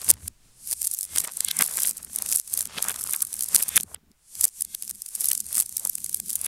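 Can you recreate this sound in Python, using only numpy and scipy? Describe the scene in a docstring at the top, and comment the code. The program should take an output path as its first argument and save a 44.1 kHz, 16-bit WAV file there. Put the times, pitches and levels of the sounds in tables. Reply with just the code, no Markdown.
"""Magnet balls on stone, reversed

Chains of small magnet balls are peeled off a sheet on a stone countertop, and the sound is played backwards.
Balls click as short noise bursts coloured like steel; clumps knock, drag and excite resonances of the stone.
Hands drive low resonances of slab and cabinet, and a sleeve swishes as filtered noise over a faint hush.
All is built in forward time, then reversed: the kitchen's echo swells before every click and stops dead.
"""
import sys
import numpy as np
from scipy import signal
from scipy.fft import rfft, irfft, next_fast_len
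from scipy.io import wavfile
from scipy.ndimage import map_coordinates

SR = 44100
rng = np.random.default_rng(int(sys.argv[2]) if len(sys.argv) > 2 else 0)


def generate_wav(sig):
    """Save sig (samples, or channels by samples) to the path in sys.argv[1] as 16-bit PCM at SR."""
    pcm = np.round(np.clip(np.atleast_2d(sig).T, -1, 1) * 32767).astype(np.int16)
    wavfile.write(sys.argv[1], SR, pcm)


N = 285327

# Single balls jumping together: (playback time [s], relative level [dB], relative body from the stone [dB])
SNAP_EVENTS = [(0.018, -25, 22), (0.0467, -21.5, -9), (0.0672, -30, 5), (0.083, -24, 37), (0.0909, -9, 9),
               (0.0966, -7.5, 6), (0.1032, -1.5, -7), (0.106, 0.5, -4), (0.105, -12.5, 28),
               (0.1136, -3.5, 4), (0.14, -30.5, 22), (0.2814, -17.5, 8.5), (0.7133, -15, 11),
               (0.7211, -16, 11), (0.73, -13.5, 13), (0.7376, -22.5, 13), (0.846, -19, -4),
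               (0.872, -10, -4), (0.915, -17, -16), (0.94, -15.5, -9), (0.949, -19, -2), (0.99, -16, -3),
               (1.0113, -16, 2), (1.0317, -18, 5), (1.1625, -15.5, 25), (1.1745, -14, 20), (1.185, -7, 9),
               (1.2052, -13.5, 9), (1.215, -27, 0), (1.276, -21, 0), (1.3373, -28.5, -4),
               (1.3726, -17, -17), (1.407, -9.5, 13), (1.449, -10, 4), (1.4863, -16, 5), (1.514, -13.5, 10),
               (1.57, -14.5, -15), (1.592, -9, 9), (1.6111, -10, 1), (1.624, -5, -17), (1.643, -16, 6),
               (1.8348, -11, 4), (1.8743, -10, -30), (1.895, -13.5, -23), (1.9121, -18, 12),
               (1.9336, -36, 2), (1.972, -23.5, -11), (1.983, -27, 6), (2.049, -24, -10),
               (2.1336, -25.5, 0), (2.162, -12.5, 1), (2.188, -15.5, 11), (2.2235, -13.5, 8),
               (2.2627, -17.5, 16), (2.31, -20, -2), (2.327, -12, 15), (2.361, -10, -28),
               (2.3735, -12.5, -23), (2.4784, -25, 2), (2.4999, -30, -6), (2.54, -11, -15),
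               (2.5764, -11, 1), (2.5915, -15, 12), (2.6093, -12, 11), (2.6283, -21, 0), (2.656, -18.5, 10),
               (2.827, -10.5, 8), (2.886, -11.5, -11), (2.8969, -15, -3), (2.944, -25, 24),
               (2.9616, -22, 12), (3.013, -19, -5), (3.0183, -26, 0), (3.0402, -16, -36), (3.0748, -21, 9),
               (3.1115, -15.5, -16), (3.1361, -9.5, -4), (3.1642, -14, -8), (3.207, -21, 15.5),
               (3.223, -7.5, -7), (3.227, -12.5, 6), (3.2516, -20.5, 10), (3.331, -19, 13),
               (3.342, -17.5, 3), (3.3937, -19.5, 10), (3.41, -13.5, 9), (3.426, -14, -5), (3.437, -16, -2),
               (3.444, -18.5, -2), (3.4886, -18, 2), (3.549, -2, -8), (3.558, -4, 6), (3.5628, -3, 15),
               (3.602, -20, 5), (3.627, -9.5, 11), (3.685, -16.5, 2), (3.6916, -15, 2), (3.7607, -6.5, 10),
               (3.769, -2, -2), (3.7768, -6.5, 6), (3.802, -21.5, 27), (3.81, -16.5, 2),
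               (3.8345, -18.5, 14), (3.947, -22.5, 25), (4.117, -50.5, 24), (4.3544, -25, 10),
               (4.4123, -8.5, 7), (4.443, -5.5, 4), (4.446, -7.5, 6), (4.4541, -5.5, -16),
               (4.6102, -15, -3), (4.6235, -11, -8), (4.651, -22.5, 7.5), (4.75, -17, 4), (4.8259, -19, 9),
               (4.835, -28, 12), (4.8794, -24.5, 11), (4.8966, -20, 9), (4.903, -23, 15),
               (4.912, -20.5, 10), (5.0212, -19.5, -2), (5.063, -23.5, 8), (5.0876, -29, -4),
               (5.1536, -14, 4), (5.161, -24, 10), (5.202, -25, 4), (5.2094, -11.5, -22), (5.2453, -12, 13),
               (5.2586, -13, -4), (5.288, -9.5, -7), (5.3033, -17, -4), (5.317, -8.5, 11.5),
               (5.3336, -12, 0), (5.353, -15, 7.5), (5.3785, -15, -5), (5.4051, -14, -2),
               (5.4668, -24.5, 11), (5.5297, -18, 8), (5.546, -27, 3), (5.583, -10, -22), (5.603, -6, -32),
               (5.61, -13, 9), (5.6626, -22, 7), (5.6943, -22, 0), (5.7706, -11, -3), (5.7819, -23, 7),
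               (5.798, -19.5, -4), (5.853, -12, -6), (5.8742, -13.5, -21), (5.8985, -10.5, -31),
               (5.955, -14.5, -2), (5.9841, -24, 14), (6.0455, -16, -13), (6.0638, -20, 10),
               (6.096, -19.5, 5), (6.131, -22, 3), (6.1469, -9.5, -37), (6.173, -24.5, 4), (6.2023, -17, 7),
               (6.3135, -23, 8), (6.3323, -17.5, 2), (6.357, -12, 0), (6.393, -28, 7), (6.4159, -15.5, -13)]
# Chains peeled in a run of clicks: (playback start [s], playback end [s], nominal level [dB], rate [clicks/s])
PEEL_RUNS = [(0.673, 0.738, -26.5, 172), (0.817, 0.878, -22, 133), (0.9, 1.081, -27, 56),
             (1.154, 1.274, -23.5, 69.5), (1.307, 2.699, -32.5, 22), (1.603, 1.736, -24.5, 150),
             (1.739, 1.907, -19.5, 136), (2.276, 2.39, -19.5, 105), (2.512, 2.617, -24, 74),
             (2.755, 3.167, -25, 58), (3.18, 3.509, -29, 40), (3.535, 3.65, -17.5, 82),
             (4.4, 4.485, -21, 90), (4.7, 6.449, -33.5, 28.1), (5.209, 5.3, -23.5, 141),
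             (5.545, 5.627, -19.5, 120), (6.279, 6.372, -23.5, 72), (6.443, 6.477, -21, 105)]
# Resonances of the stone slab: (frequency [Hz], bandwidth [Hz], relative level [dB])
SLAB_MODES = [(155.5, 11.2, -3), (213.8, 20, -3), (271.3, 26, -9), (390, 57, -11.5)]

MOVE_ONSET_DB_PER_S, MOVE_FADE_DB_PER_S = 604, 217  # in forward time: brisk start, slower fade


def amp(db):
    """Level law: decibels to amplitude gain."""
    return 10 ** (np.asarray(db) / 20)


def unit(x):
    """Power normalization: scale to an rms of 1."""
    return x / np.sqrt(np.mean(x ** 2) + 1e-20)


def along(points, hz):
    """Spectral interpolation: (frequency, value) points read on a logarithmic frequency axis."""
    f, v = np.transpose(points)
    return np.interp(np.log(hz + 1), np.log(f + 1), v)


def forwards(s):
    """Time reversal: playback time to the sample at which the event really happens."""
    return N - 1 - np.round(s * SR).astype(int)


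def filtered(x, response):
    """Linear filtering: the spectrum is multiplied by a function of frequency."""
    size = next_fast_len(N + SR // 2)  # zero padding leaves room for the tail
    return irfft(rfft(x, size) * response(np.fft.rfftfreq(size, 1 / SR)), size)[:N]


def resonate(push, modes):
    """Modal superposition: a body answers with damped resonances of alternating sign."""
    def response(hz):
        total = 0
        for k, (centre, width, db) in enumerate(modes):
            damping = 1j * hz * width
            total = total + (-1) ** k * amp(db) * damping / (centre * centre - hz * hz + damping)
        return total
    return filtered(push, response)


def blows(s, db):
    """Impulse excitation: one impulse per contact, in forward time."""
    return np.bincount(np.clip(forwards(s), 0, N - 1), amp(db), N)


def moves(rows, fade=MOVE_FADE_DB_PER_S):
    """Exponential envelopes: each (start, end, level) move rises, holds and fades, in forward time."""
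    s = np.arange(0, N / SR + .002, .002)
    first, last, db = np.transpose(rows)[:3, :, None]
    fade_db = fade * np.maximum(first - s, 0)
    onset_db = MOVE_ONSET_DB_PER_S * np.maximum(s - last, 0)
    gain = amp(np.max(db - fade_db - onset_db, axis=0))
    return np.interp(np.arange(N)[::-1] / SR, s, gain)


def surges(rate, depth_db):
    """Random amplitude modulation: a smooth gain through `rate` random knots per second."""
    knots = rng.standard_normal(int(N * rate / SR) + 4)
    return amp(depth_db * map_coordinates(knots, [np.arange(N) * rate / SR]))


def contacts(starts, db, colour, decay, attack, strike, size, taper=1, chatter_db=0):
    """Impact radiation: a sharp strike and a short random ring; db is the energy spread over one millisecond."""
    lead = 32  # samples ahead of the strike
    t = np.maximum(np.arange(size) - lead, 0) / SR
    grain, force = rng.standard_normal((len(starts), 2, size)).transpose(1, 0, 2)
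    ring = grain * amp(chatter_db * force)
    ring = ring * np.exp(-(t / decay) ** taper) * (1 - np.exp(-t / attack))
    ring = ring / np.linalg.norm(ring, axis=1, keepdims=True)
    hit = ring + strike * (np.arange(size) == lead)
    hit = irfft(rfft(hit) * colour(np.fft.rfftfreq(size, 1 / SR)), size)
    hit = hit * signal.windows.tukey(size, lead / size)
    energy = np.sum(hit ** 2, axis=1) / (SR / 1000)
    hit = hit * (amp(db) / np.sqrt(energy))[:, None]
    where = np.clip(starts - lead, 0, N)[:, None] + np.arange(size)
    return np.bincount(where.ravel(), hit.ravel(), N)[:N]


def room_hush(level_db=-67):
    """Stationary noise: the room's faint hush is steady noise with a fixed spectrum."""
    # Colour of the hush: (frequency [Hz], relative density [dB per Hz])
    hush_colour = [(20, 5), (150, -11.5), (400, -18), (1500, -19), (9000, -25), (16000, -24.5)]
    noise = filtered(rng.standard_normal(N), lambda hz: amp(along(hush_colour, hz)))
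    return amp(level_db) * unit(noise)


def kitchen(x, build=0.007):
    """Diffuse reverberation: an echo builds up quickly and decays at a rate set by frequency."""
    # Decay of the kitchen's echo: (frequency [Hz], t60 [s])
    echo_decay = [(200, 0.14), (1500, 0.32), (4000, 0.38), (9000, 0.35), (15000, 0.21)]
    hz, t, z = signal.stft(rng.standard_normal(SR * 3 // 4), SR, nperseg=256)
    decay = amp(-60 * t / along(echo_decay, hz)[:, None])
    tail = signal.istft(z * decay, SR, nperseg=256)[1]
    tail = tail * (1 - np.exp(-np.arange(len(tail)) / SR / build))
    return signal.fftconvolve(x, tail / np.linalg.norm(tail))[:N]


def sleeve():
    """Friction and flow noise: cloth swishes faintly, with a low draught, as the arm moves away."""
    # The arm is drawn back: (playback start [s], playback end [s], nominal level [dB])
    arm_moves = [(0.3, 0.72, -58.5)]
    # Colour of sleeve and draught: (frequency [Hz], relative density [dB per Hz])
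    cloth_colour = [(30, -12), (60, -25), (120, -22), (500, -39), (2000, -42), (9000, -35.5),
                    (16000, -52.5)]
    envelope = moves(arm_moves) * surges(14, 2)
    return envelope * unit(filtered(rng.standard_normal(N), lambda hz: amp(along(cloth_colour, hz))))


def rumble(boom_db=-1, shake_db=-2, thump_db=24, soft_hz=330):
    """Forced vibration: uneven pushes and soft thumps shake the slab and the cabinet under it."""
    # The hands bear on the counter:
    # (playback start [s], playback end [s], relative cabinet boom [dB], relative slab shake [dB])
    presses = [(0.09, 0.298, -46.5, -54), (0.655, 0.927, -63, -65), (1.12, 1.224, -53, -58),
               (1.37, 1.975, -61.5, -57.5), (1.977, 2.36, -58, -56), (2.543, 3.106, -57, -55),
               (3.215, 3.63, -62, -58.5), (3.705, 3.968, -55, -60), (4.081, 4.106, -63.5, -59),
               (4.41, 4.45, -57, -55.5), (4.59, 5.028, -65, -63.5), (5.177, 5.9, -60.5, -60),
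               (5.97, 6.474, -60, -57)]
    # Resonance of the cabinet: (frequency [Hz], bandwidth [Hz], relative level [dB])
    cabinet_modes = [(77.5, 13, 0)]
    # A hand lands softly on the slab: (playback time [s], relative level [dB])
    hand_thumps = [(0.261, -24), (3.692, -17), (3.811, -12.5), (3.85, -15.5), (3.985, -25.5),
                   (4.042, -26.5), (4.117, -25)]
    booms = moves([(first, last, boom) for first, last, boom, shake in presses])
    shakes = moves([(first, last, shake) for first, last, boom, shake in presses])
    push = surges(22, 3.5)
    cabinet = amp(boom_db) * booms * unit(resonate(rng.standard_normal(N), cabinet_modes))
    slab = amp(shake_db) * shakes * unit(resonate(push * rng.standard_normal(N), SLAB_MODES))
    s, db = np.transpose(hand_thumps)
    thumps = resonate(blows(s, db + thump_db), SLAB_MODES)
    # soft hands excite no treble
    return filtered(cabinet + slab + thumps, lambda hz: 1 / np.sqrt(1 + (hz / soft_hz) ** 4))


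def rubbing(centre_hz=720, octaves=1.0):
    """Uneven slip: a fingertip scrapes dully over the stone as modulated band noise."""
    # Slips of the fingertip: (playback start [s], playback end [s], level [dB])
    rubs = [(3.91, 3.95, -55.5), (5.845, 5.862, -53)]
    hump = lambda hz: 1 / (1 + np.abs(np.log2((hz + 1) / centre_hz) / octaves) ** 3)
    band = filtered(rng.standard_normal(N), hump)
    return moves(rubs) * unit(band * surges(220, 6))


def dragging(sing_db=-2):
    """Roughness excitation: skidding balls meet a stream of tiny bumps, and a sliding sheet rings with them."""
    # Balls dragged over the stone: (playback start [s], playback end [s], level [dB])
    drags = [(0, 0.11, -51.5), (0.13, 0.26, -57.5), (1.16, 1.29, -45.5), (1.39, 1.58, -54), (1.6, 1.9, -47),
             (1.99, 2.1, -55.5), (2.19, 2.36, -49), (2.56, 2.72, -51.5), (2.75, 2.92, -42),
             (2.93, 3.16, -52), (3.33, 3.5, -57), (3.54, 3.62, -46), (3.67, 3.8, -50), (4.42, 4.46, -53.5),
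             (5.2, 5.34, -54), (5.52, 5.62, -54), (6.45, 6.47, -46)]
    # The whole sheet pushed along: (playback start [s], playback end [s], relative level [dB])
    slides = [(2.87, 2.91, -45), (2.95, 3.15, -52.5), (3.19, 3.27, -58)]
    # Colour of dragging: (frequency [Hz], relative density [dB per Hz])
    drag_colour = [(150, -29), (400, -1.5), (800, 1), (1300, 1), (2200, -2.5), (4000, -4.5), (8000, -5),
                   (14000, -47.5)]
    # Resonance of the sheet of balls: (frequency [Hz], bandwidth [Hz], relative level [dB])
    sheet_modes = [(1290, 250, 0)]
    count = 2200
    starts = rng.integers(0, N, count)
    sizes_db = 5.5 * np.clip(rng.standard_normal(count), -2, 2)
    colour = lambda hz: amp(along(drag_colour, hz))
    bumps = contacts(starts, sizes_db, colour, decay=.0016, attack=.0001, strike=0, size=384)
    skid = moves(drags) * unit(bumps)
    song = unit(resonate(bumps, sheet_modes) * surges(60, 4))
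    return skid + amp(sing_db) * moves(slides) * song


def knocks(width=0.52, gain_db=-1, body_db=-10, thud_db=24, ring_db=21, decay=0.0088, strike=0.69):
    """Impact of a larger mass: a clump clacks lower and longer, rings the stone and thuds into the slab."""
    # Clumps on the stone: (playback time [s], relative level [dB], pitch [Hz], relative thud over clack [dB])
    clump_hits = [(0.1053, -24.5, 1100, 13.5), (0.1065, -30, 2600, 3), (0.2815, -34.5, 4530, 4),
                  (1.161, -26, 3140, 2), (1.176, -29, 1570, 1), (1.184, -17, 4860, -13),
                  (1.251, -27, 1950, 8), (1.284, -28.5, 1160, 7), (1.487, -19.5, 3500, -25),
                  (1.5133, -15, 3730, -14), (1.6104, -14, 1700, 5.5), (1.625, -14.5, 2000, 7.5),
                  (1.788, -23.5, 1750, 4), (1.851, -23.5, 2960, -15), (2.785, -17, 2900, 8),
                  (2.888, -24, 1590, 1), (2.903, -22.5, 1750, -5), (3.144, -24.5, 2470, 3),
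                  (3.55, -28, 1810, 15), (3.607, -26.5, 2320, 9), (3.764, -23.5, 2510, 2),
                  (3.7783, -9.5, 2320, -7), (3.963, -43, 2180, -18.5), (4.75, -29.5, 3970, -1.5),
                  (5.317, -26, 2400, 2), (5.582, -27.5, 1740, 10), (5.861, -33.5, 1010, 11),
                  (6.2024, -32.5, 4350, -2), (6.466, -29.5, 2070, 4)]
    # Ringing of the stone under a knock: (frequency [Hz], bandwidth [Hz], relative level [dB])
    stone_modes = [(1593, 43, 0.5), (1740, 50, -4), (2124, 9.4, 2.5), (2600, 410, -7), (3504, 300, -0.5)]
    s, db, pitch, weight_db = np.transpose(clump_hits)
    hump = lambda hz, centre: 1 / (1 + np.abs(np.log((hz + 1) / centre) / width) ** 3)
    body = amp(body_db + np.minimum(weight_db[:, None], 0))  # weak thuds also have less dull body
    colour = lambda hz: hump(hz, pitch[:, None]) + body * hump(hz, 520)
    life = decay * 2000 / pitch[:, None]  # lower clacks last longer
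    clack = contacts(forwards(s), db + gain_db, colour, decay=life, attack=.00008, strike=strike, size=768)
    ring = resonate(blows(s, db + ring_db), stone_modes)
    thud = resonate(blows(s, db + weight_db + thud_db), SLAB_MODES)
    return clack + ring + thud


def ball_clicks(starts, db, touch_db=2.0, scatter_db=0.0, ring_hz=9500, ring_db=5, decay=0.0016, strike=0.5):
    """Elastic impact: steel clicks vary in pitch and length, with more body the nearer to the stone."""
    # Colour of a ball's click: (frequency [Hz], relative density [dB per Hz])
    steel_colour = [(200, -32.5), (800, -34.5), (1600, -31), (3800, -21), (5000, -12.5), (6500, -10.5),
                    (8000, -6.5), (9600, -2.5), (12000, -5.5), (15500, -17.5)]
    pitch, touch, length = rng.standard_normal((len(starts), 3)).T[:, :, None]
    stress = lambda hz: np.exp(-((np.log2((hz + 1) / ring_hz) - .3 * pitch) / .2) ** 2)
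    near_db = touch_db + scatter_db * np.clip(touch, -2, 1.3)
    body_db = lambda hz: near_db / (1 + (hz / 4500) ** 4)
    colour = lambda hz: amp(along(steel_colour, hz) + ring_db * stress(hz) + body_db(hz))
    life = decay * np.exp(.3 * length)
    # touching balls chatter: the ring breaks up into tiny contacts of random strength
    return contacts(starts, db, colour, decay=life, attack=.00012, strike=strike, size=320,
                    taper=1.8, chatter_db=6)


def rattle(gain_db=-20, fade_db_per_s=456):
    """Random contact noise: neighbours tick as a chain bends, the more the harder and faster it is peeled."""
    bending = [(first, last, db + 10 * np.log10(rate / 100)) for first, last, db, rate in PEEL_RUNS]
    count = 1100
    starts = rng.integers(0, N, count)
    sizes_db = 5 * np.clip(rng.standard_normal(count), -2, 1.3)
    return amp(gain_db) * moves(bending, fade_db_per_s) * unit(ball_clicks(starts, sizes_db))


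def peeling(count=48, straggle_gaps=3.1, scatter_db=3.8):
    """Successive release and rebound: balls let go at uneven times and strengths, each with a finer tick after."""
    first, last, db, rate = np.transpose(PEEL_RUNS)[:, :, None]
    late, force, flight, bounce = rng.random((len(PEEL_RUNS), 4, count)).transpose(1, 0, 2)
    s = last - (np.arange(count) + straggle_gaps * (late - .5) + .5) / rate
    uneven_db = scatter_db * np.sqrt(12) * (force - .5)  # uniform, with standard deviation scatter_db
    sizes_db = np.where(s > first, db + uneven_db, -np.inf)
    rebound_s = s - np.interp(flight, [0, 1], (.002, .008))  # earlier in playback is later in forward time
    rebound_db = sizes_db - np.interp(bounce, [0, 1], (5, 16))
    return ball_clicks(forwards(np.ravel([s, rebound_s])), np.ravel([sizes_db, rebound_db]))


def snaps_all_round(facing_share=0.7, usual_db=-18):
    """Directional averaging: as the room gets them, snaps share one colour and the loudest stand out less."""
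    # Colour of a click summed over all directions: (frequency [Hz], relative density [dB per Hz])
    diffuse_colour = [(500, -23.5), (2000, -20), (4000, -15), (6000, -6), (9500, 2.2), (12500, -2),
                      (15500, -15.5)]
    s, db, _ = np.transpose(SNAP_EVENTS)
    # part of the extra loudness comes only from facing the microphone
    facing_db = facing_share * np.maximum(db - usual_db, 0)
    colour = lambda hz: unit(amp(along(diffuse_colour, hz)))
    return filtered(blows(s, db - facing_db), colour) * np.sqrt(SR / 1000)


def snaps(gain_db=-1.53, body_db=-4, neighbour_db=-11):
    """Magnetic attraction and impact: balls jump the last gap, and the jolt makes neighbours click just after."""
    s, db, touch_db = np.transpose(SNAP_EVENTS)
    starts = forwards(s)
    lag, size = rng.standard_normal((2, len(s), 3))  # three neighbours per snap
    delay = (SR * (.0006 + .0009 * np.abs(lag))).astype(int)
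    neighbours = starts[:, None] + delay
    sizes_db = db[:, None] + neighbour_db + 2.0 * size
    hits = ball_clicks(starts, db, touch_db[:, None] + body_db, scatter_db=2)
    return amp(gain_db) * (hits + ball_clicks(neighbours.ravel(), sizes_db.ravel()))


def scene(echo_db=-11.0, knock_echo_db=-4):
    """Superposition: direct sounds of the counter and their echo add up, in forward time."""
    chains = peeling() + rattle()
    clumps = knocks()
    skids = dragging() + rubbing()
    echo = amp(echo_db) * kitchen(chains + amp(knock_echo_db) * clumps + skids + snaps_all_round())
    return (snaps() + chains + clumps + skids + echo + rumble() + sleeve() + room_hush())[None]


def record(dry):
    """Saturation, band limiting and time reversal: loud peaks are rounded, treble is cut, time runs backwards."""
    top_hz = 15850
    rounded = dry[0] / (1 + (dry[0] / .8) ** 6) ** (1 / 6)
    limited = filtered(rounded, lambda hz: (1 - np.tanh((hz - top_hz) / 180)) / 2)
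    return limited[None, ::-1]


dry = scene()
out = record(dry)
generate_wav(out)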